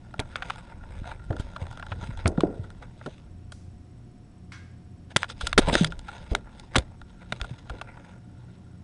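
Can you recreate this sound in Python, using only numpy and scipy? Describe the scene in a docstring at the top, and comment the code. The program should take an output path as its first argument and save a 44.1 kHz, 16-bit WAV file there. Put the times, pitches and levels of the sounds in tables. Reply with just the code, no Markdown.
"""A quiet room with a fan hum and a faint pulsing whine; soon a cat bumps and rubs a small plastic camera.
Hum and air are filtered noise, the whine is a gated sine, and slow noise is the base rocking.
Grainy noise is fur on the housing and microphone port; short noise bursts ring them as claws and creaks.
Fading low sines are blows on the base, echoing noise is distant taps; loud knocks overload the input."""
import sys
import numpy as np
from scipy import signal
from scipy.fft import rfft, irfft
from scipy.io import wavfile
from scipy.ndimage import uniform_filter1d

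SR = 44100
rng = np.random.default_rng(int(sys.argv[2]) if len(sys.argv) > 2 else 0)


def persist_wave(psi):
    """Save psi, clipped to +-1, as 16-bit WAV."""
    counts = np.round(np.clip(psi, -1, 1) * 32767).astype(np.int16)
    wavfile.write(sys.argv[1], SR, np.atleast_2d(counts).T)


N = 389403  # length in samples

# Ringing tones of the plastic housing. Each row: frequency in Hz, width in Hz, gain in dB.
HOUSING_MODES = [(600, 160, -6), (880, 150, -4), (1400, 80, 0), (1900, 600, -14)]
# Ringing tones of the microphone port. Each row: frequency in Hz, width in Hz, gain in dB.
PORT_MODES = [(2690, 1100, -1.5), (3435, 810, 12.5), (5470, 500, -17)]


def undb(db):
    """Turn decibels into a plain multiplier."""
    return 10 ** (np.asarray(db) / 20)


def level(x, db):
    """Scale a sound to an average (RMS) level in dB."""
    return x * undb(db) / np.sqrt(np.mean(x ** 2))


def peak(rows, db):
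    """Scale each row so that its highest point reaches a level in dB."""
    return rows * (undb(db) / np.abs(rows).max(axis=1))[:, None]


def band(x, lo_hz, hi_hz):
    """Keep mainly the frequencies between two limits."""
    return signal.sosfilt(signal.butter(2, [lo_hz, hi_hz], "band", fs=SR, output="sos"), x)


def ring(x, modes):
    """Two-pole resonances side by side, added with alternate signs."""
    total = 0
    for k, (hz, width_hz, db) in enumerate(modes):
        b, a = signal.iirpeak(hz, hz / width_hz, SR)
        total = total + (-1) ** k * undb(db) * signal.lfilter(b, a, x)
    return total


def colour(x, points):
    """Shape a spectrum by gains in dB, joined by straight lines over log frequency."""
    hz, db = np.transpose(points)
    f = np.arange(x.shape[-1] // 2 + 1) * SR / x.shape[-1] + 1  # + 1 avoids log(0)
    return irfft(rfft(x) * undb(np.interp(np.log(f), np.log(hz), db)), x.shape[-1])


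def curve(table):
    """Join (seconds, value) points by straight lines over the whole scene."""
    s, values = np.transpose(table)
    return np.interp(np.arange(N) / SR, s, values)


def walk(rate):
    """Random levels held 1 / rate seconds and smoothed twice; spread near 1."""
    hold = int(SR / rate)
    steps = np.repeat(rng.standard_normal(N // hold + 1), hold)
    return 1.3 * uniform_filter1d(uniform_filter1d(steps, hold), hold)[:N]


def place(times, sounds):
    """Add each sound into the scene at its start time in seconds."""
    out = np.zeros(N + sounds.shape[1])
    for s, sound in zip(times, sounds):
        start = int(s * SR)
        out[start:start + len(sound)] += sound
    return out[:N]


def room():
    """Air and fan noise with wavering hum lines and a few thin steady tones."""
    # Spectrum of the air noise. Each row: frequency in Hz, relative density in dB per Hz.
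    air_colour = [(12, -57), (20, -25), (53, -23.5), (86, -5), (145, -12), (170, -9), (381, -20),
                  (412, -28), (732, -31), (791, -34.5), (10200, -54.5), (13300, -83.5), (22000, -120)]
    # Hum of the fan. Each row: frequency in Hz, width in Hz, level in dB.
    fan_lines = [(87.7, 1.1, -52), (120, 6.2, -53), (174.8, 12, -59)]
    # Steady tones. Each row: frequency in Hz, level in dB.
    steady_tones = [(721.4, -71.5), (5459, -82), (10541, -86.5)]
    t = np.arange(N) / SR
    total = level(colour(rng.standard_normal(N), air_colour), -50)
    for hz, width_hz, db in fan_lines:
        hum = band(rng.standard_normal(N), hz - width_hz / 2, hz + width_hz / 2)
        total += level(hum * undb(1.5 * walk(4)), db)
    for hz, db in steady_tones:
        total += np.sqrt(2) * undb(db) * np.sin(2 * np.pi * hz * t)
    return total


def whine():
    """A high tone leaks from the electronics as short blips in a repeating strong-weak pattern."""
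    # Strength of each blip in one round, in dB.
    blip_db = [-69, -85.5, -100, -80.5]
    whine_hz, blips_per_s = 8000, 60
    pattern_s = 3.716  # a moment when the first blip of a round is at its middle
    t = np.arange(N) / SR
    turn = (t - pattern_s) * blips_per_s + .5
    gate = np.exp(-((turn % 1 - .5) / .24) ** 4)
    strength = undb(blip_db)[np.floor(turn).astype(int) % len(blip_db)]
    return strength * gate * np.sin(2 * np.pi * whine_hz * t)


def rock():
    """The cat's weight tilts the base: slow pressure swings on the microphone, made of low noise."""
    # Strength of the rocking. Each row: time in seconds, gain in dB.
    rock_gain = [(0.0, -48), (.7, -48), (1.35, -39.5), (1.6, -45.5), (2.3, -34), (2.65, -47), (5.2, -58),
                 (5.65, -26.5), (6.1, -44.5), (8.83, -60)]
    swings = level(band(rng.standard_normal(N), 18, 66), -1)
    return undb(curve(rock_gain) + 2.5 * walk(12)) * swings


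def pressure():
    """Gains of the steady lean, of the strokes that swell and fade over it, and of the treble of both."""
    # How hard the coat leans between strokes. Each row: time in seconds, gain in dB.
    lean_gain = [(0, -62), (.3, -56.5), (.45, -53), (.85, -58), (1.3, -58), (1.7, -52), (2.15, -50.5),
                 (2.6, -57), (3.5, -76), (5.05, -94), (5.25, -63.5), (5.8, -51), (5.9, -56.5), (6.2, -57.5),
                 (7.1, -63), (7.5, -58.5), (7.65, -56), (7.78, -54), (8.25, -64.5), (8.83, -66.5)]
    # Strokes of fur. Each row: middle in seconds, length in seconds, gain in dB, treble re that gain in dB.
    fur_strokes = [(0.213, 0.035, -40, -15), (0.384, 0.18, -47, -9.5), (0.489, 0.13, -43, -8),
                   (0.59, 0.038, -45, -5.5), (0.704, 0.12, -49.5, -10), (0.948, 0.15, -49.5, -9),
                   (1.085, 0.14, -44, -10.5), (1.417, 0.2, -54.5, -2.5), (1.616, 0.055, -41, -7.5),
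                   (2.05, 0.1, -48.5, 1), (2.111, 0.016, -40, -12), (2.199, 0.036, -41.5, -7.5),
                   (2.835, 0.046, -44.5, -12), (3.08, 0.29, -59, -2.5), (5.109, 0.035, -45.5, -5.5),
                   (5.212, 0.092, -43, 1), (5.305, 0.039, -43, 7), (5.456, 0.15, -48.5, 4.5),
                   (5.63, 0.075, -34.5, -9), (5.687, 0.067, -28.5, -6), (5.738, 0.03, -25, 0.5),
                   (5.792, 0.12, -32.5, 2.5), (5.871, 0.02, -44.5, 7.5), (5.919, 0.039, -56, 3),
                   (6.148, 0.29, -50, -4.5), (6.323, 0.089, -50, 0), (6.483, 0.05, -51, -21),
                   (6.61, 0.15, -65.5, 8.5), (6.774, 0.091, -38.5, -6), (7.222, 0.032, -46.5, -15),
                   (7.43, 0.27, -51.5, -2), (7.59, 0.022, -54, 2), (7.73, 0.11, -53, -10),
                   (7.893, 0.11, -49, -28), (7.985, 0.1, -52.5, -32), (8.097, 0.15, -54.5, -7)]
    edge_db = -14  # gain at a stroke's ends, relative to its middle
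    point = 2.0  # shape of a stroke: 1 pointed, 2 round
    lean_treble_db = -8  # relative to the lean
    t = np.arange(N) / SR
    lean = undb(curve(lean_gain))
    # add powers, so that overlapping strokes do not count double in gain
    body_power = np.zeros(N)
    treble_power = lean ** 2 * undb(2 * lean_treble_db)
    for middle, length, db, treble_db in fur_strokes:
        near = slice(max(int((middle - 2 * length) * SR), 0), int((middle + 2 * length) * SR))
        distance = np.abs(2 * (t[near] - middle) / length)  # 1 at the ends of the stroke
        power = undb(2 * (db + edge_db * distance ** point))
        body_power[near] += power
        treble_power[near] += power * undb(2 * treble_db)
    return lean, np.sqrt(body_power), np.sqrt(treble_power)


def shifting_ring(hairs, modes):
    """Hair noise rings each mode, whose strength drifts on its own."""
    return level(sum(ring(hairs, [mode]) * undb(3.5 * walk(25)) for mode in modes), 0)


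def shifting_brush(hairs, lowest_hz):
    """Six neighbouring bands of hair noise, each drifting on its own, brush in shifting patches."""
    edges_hz = lowest_hz * 1.3 ** np.arange(6)
    return level(sum(band(hairs, hz, 1.3 * hz) * undb(2.2 * walk(30)) for hz in edges_hz), 0)


def rub():
    """Hairs catch and let go in dense grains; a lean rings the housing, a stroke also brushes in patches."""
    lean, stroke, treble = pressure()
    hairs = rng.standard_normal(N) * undb(4.2 * walk(500) + .8 * walk(70))
    body = shifting_ring(hairs, HOUSING_MODES)
    fizz = shifting_ring(hairs, PORT_MODES)
    brush = shifting_brush(hairs, 480)
    sheen = shifting_brush(hairs, 1900)
    stroke_sound = undb(-5) * body + undb(-4.0) * brush
    dull = band(lean * body + stroke * stroke_sound, 300, 1700)
    bright = band(undb(-3.5) * fizz + undb(-6) * sheen, 1300, 6800)
    return dull + treble * bright


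def knocks():
    """Claw ticks and creaks: a burst of tiny slips rings housing and port; a faint rattle follows."""
    # Each row: start in seconds, housing peak in dB, port peak in dB, contact length in seconds.
    knock_rows = [(0.14, -29, -45, 0.0022), (0.194, -16, -24, 0.00068), (0.198, -24.5, -23.5, 0.004),
                  (0.357, -16, -37, 0.001), (0.362, -40, -34, 0.0029), (0.422, -19, -37, 0.0079),
                  (0.499, -22, -33.5, 0.0057), (0.504, -16.5, -34, 0.0021), (0.558, -33.5, -42, 0.0036),
                  (0.72, -37, -60, 0.0037), (0.836, -38, -57, 0.0025), (1.042, -34, -56, 0.00095),
                  (1.116, -28, -64, 0.0015), (1.197, -46, -67, 0.003), (1.305, -33, -47, 0.0057),
                  (1.325, -32.5, -48, 0.0091), (1.365, -30.5, -41, 0.0032), (1.396, -34.5, -36.5, 0.016),
                  (1.562, -24, -41.5, 0.006), (1.667, -34, -44, 0.0022), (1.711, -32.5, -42, 0.0026),
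                  (1.726, -35.5, -44, 0.0052), (1.773, -31, -40.5, 0.0026), (1.796, -33, -41, 0.0051),
                  (1.826, -27.5, -50, 0.0029), (1.865, -32.5, -42, 0.0039), (1.918, -24, -49.5, 0.01),
                  (2.035, -32, -47, 0.0067), (2.173, -37, -40, 0.0036), (2.258, -12, -40, 0.0015),
                  (2.267, -24.5, -35, 0.0089), (2.277, -95, -17.5, 0.0024), (2.376, -29, -54, 0.0019),
                  (2.406, -18.5, -27, 0.0029), (2.637, -39.5, -51, 0.017), (2.703, -38, -41.5, 0.002),
                  (2.823, -36, -50, 0.005), (3.012, -33, -73, 0.0048), (3.06, -27.5, -40, 0.0084),
                  (3.52, -35, -33.5, 0.0051), (5.162, -2, -10.5, 0.0028), (5.167, -13, -8, 0.0021),
                  (5.231, -10, -25.5, 0.0015), (5.242, -25, -39, 0.004), (5.299, -30, -33, 0.0011),
                  (5.409, -23, -28, 0.0096), (5.469, -20, -17, 0.0045), (5.529, -13, -19.5, 0.0024),
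                  (5.578, 4.5, -10, 0.0021), (5.581, -6, -6.5, 0.0042), (5.587, -12.5, -12.5, 0.0092),
                  (5.697, -16, -39.5, 0.0018), (5.753, -3.5, -10.5, 0.0016), (5.845, -13, -13, 0.0031),
                  (5.922, -27, -36, 0.00078), (5.992, -42, -30.5, 0.00064), (6.082, -26.5, -44, 0.012),
                  (6.35, -9, -15.5, 0.0023), (6.597, -41, -32.5, 0.0022), (6.747, -23.5, -38.5, 0.0014),
                  (6.756, -7.5, -22, 0.0027), (6.76, -8, -10.5, 0.0067), (6.783, -15, -13, 0.0023),
                  (7.015, -34, -44, 0.0015), (7.323, -16.5, -26, 0.0044), (7.401, -34, -61, 0.0016),
                  (7.414, -19.5, -24, 0.0018), (7.443, -28, -43, 0.0068), (7.696, -27, -37, 0.0073),
                  (7.813, -24.5, -35.5, 0.0055), (7.973, -38.5, -63, .003)]
    s, db, port_db, contact = np.transpose(knock_rows)
    t = np.arange(4096) / SR
    burst = np.exp(-(t / np.clip(contact, .0003, .05)[:, None]) ** 2)
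    rattle = undb(-25.5) * np.exp(-t / 0.012)
    chance = rng.standard_normal((len(s), 2, len(t)))
    slips = chance[:, 0] * undb(1.5 * chance[:, 1]) * (burst + rattle)
    # a hard blow shakes the whole shell, so its clear modes stand out less
    shell = undb(22.5 + 1.4 * db)[:, None] * slips
    body = band(band(ring(slips, HOUSING_MODES) + shell, 720, 2660), 190, 2800)
    # the more the housing outweighs the port, the weaker the port's top end
    top = peak(band(slips, 4000, 10000), 0.23 * (port_db - db))
    port = peak(band(ring(slips, PORT_MODES), 2000, 4500), 0) + top
    return place(s, peak(body, db) + peak(port, port_db))


def thumps():
    """Each blow swings the base, widest early on, slowing and wavering as it dies; a hollow rumble trails."""
    # Blows on the base. Each row: start in seconds, strength in dB, ring in Hz,
    # time to fade by 60 dB in seconds, peak of the rumble relative to the strength in dB.
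    blows = [(0.192, -20.5, 80, 0.061, -5), (1.017, -29, 102, 0.052, -34), (1.302, -23, 86, 0.17, -0.5),
             (1.398, -9.5, 72.5, 0.024, -27), (1.618, -30, 81.3, 0.34, -15), (1.915, -35.5, 88, 0.8, -7),
             (2.029, -23, 79, 0.049, -16), (2.091, -29, 101, 0.15, -32), (2.255, -16, 77, 0.21, 0),
             (2.38, -18, 151, 0.11, -1.5), (2.435, -10.5, 268, 0.061, -7.5),
             (2.448, -38.5, 270, 0.39, 16.5), (2.593, -31.5, 93, 0.42, -20), (3.061, -31, 140, 0.066, 5.5),
             (5.161, -12.5, 121, 0.03, -5), (5.432, -25, 47, 0.16, -11.5), (5.577, -12, 320, 0.047, 4),
             (5.589, -6, 261, 0.019, -3.5), (5.676, -25.5, 148.3, 0.22, 8.5), (5.73, -16, 200, 0.035, -9),
             (5.752, -12.5, 300, 0.031, -4), (5.81, -17.5, 160.6, 0.3, -9.5), (6.314, -18, 45.7, 0.16, -9),
             (6.757, -22.5, 106.6, 0.087, 7.5), (6.78, -15.5, 60.5, 0.12, -22),
             (7.324, -22.5, 120, 0.035, -12), (7.414, -26.5, 45, 0.18, -12), (7.51, -34, 116, 0.22, -42),
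             (7.702, -34, 50, 0.35, -1.5)]
    s, db, hz, t60, rumble_db = np.array(blows).T[:, :, None]
    t = np.arange(16384) / SR
    fade = np.exp(-np.log(1000) * t / t60) * (1 - np.exp(-t * hz / 0.096))
    chance = rng.standard_normal((len(s), 2, len(t)))
    drift = peak(np.cumsum(band(chance[:, 0], 8, 40), axis=1), 3)  # radians
    waver = drift * np.minimum(t / .04, 1)
    early = 0.0024 * (1 - np.exp(-t / 0.0057))  # the swing starts fast, then settles to its pitch
    swing = np.sin(2 * np.pi * hz * (t + early) + waver) * (0.79 * fade + 2.6 * fade ** 4)
    rumble = band(band(band(chance[:, 1], 130, 620) * fade ** 0.83, 130, 700), 90, 1200)
    return place(s[:, 0], undb(db) * (swing + peak(rumble, rumble_db[:, 0])))


def far_taps():
    """Taps across the room arrive mostly as their echo; the tapped thing rings on in it."""
    # Each row: start in seconds, strength in dB, time for the tail to fade by 60 dB in seconds,
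    # tilt in dB per octave.
    tap_rows = [(3.524, -49.5, 0.7, 15), (4.52, -35, 0.36, 5.5), (4.533, -42.5, 0.82, 4.5)]
    # Spectrum of the echo before its tilt. Each row: frequency in Hz, relative density in dB per Hz.
    echo_colour = [(470, -52), (800, -2), (1400, 5.5), (2120, 2), (3080, -10.5), (5220, -15), (11000, -37),
                   (22000, -120)]
    # Tones of what is tapped. Each row: frequency in Hz, gain in dB, time to fade by 60 dB in seconds.
    tapped_modes = [(1540, -19, 0.24), (1625, -12.5, 0.45), (2200, -17, 0.38), (3320, -13.5, 0.45),
                    (5950, -3, 0.12), (7500, -16, .1)]
    s, db, t60, tilt_db = np.array(tap_rows).T[:, :, None]
    t = np.arange(32768) / SR
    hz, shape_db = np.transpose(echo_colour)
    echo = []
    for tilt in tilt_db:
        tilted = np.c_[hz, shape_db + tilt * np.log2(hz)]
        echo.append(colour(rng.standard_normal(len(t)), tilted))
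    tail = np.exp(-np.log(1000) * t / t60)
    onset = np.exp(-t / 0.0043)
    echo = peak(np.array(echo), 0) * (tail + onset)
    strike = echo * np.exp(-t / .07)
    rings = 0
    for mode_hz, gain_db, decay in tapped_modes:
        tone = np.sin(2 * np.pi * mode_hz * t) * np.exp(-np.log(1000) * t / decay)
        rings = rings + undb(gain_db) * signal.fftconvolve(strike, [tone])[:, :len(t)]
    return place(s[:, 0], undb(db) * (echo + peak(rings, -11)))


def scene():
    """All layers added into one channel."""
    return (room() + whine() + rock() + rub() + knocks() + thumps() + far_taps())[None]


def record(dry):
    """The input flattens loud peaks; the treble rolls off before the top is cut."""
    overload, top_hz = 0.47, 11789  # overload is the amplitude that peaks cannot pass
    hot = dry / (1 + (dry / overload) ** 6) ** (1 / 6)
    soft = signal.sosfilt(signal.butter(16, 10350, fs=SR, output="sos"), hot)
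    return signal.sosfilt(signal.ellip(8, .2, 70, top_hz, fs=SR, output="sos"), soft)


dry = scene()
out = record(dry)
persist_wave(out)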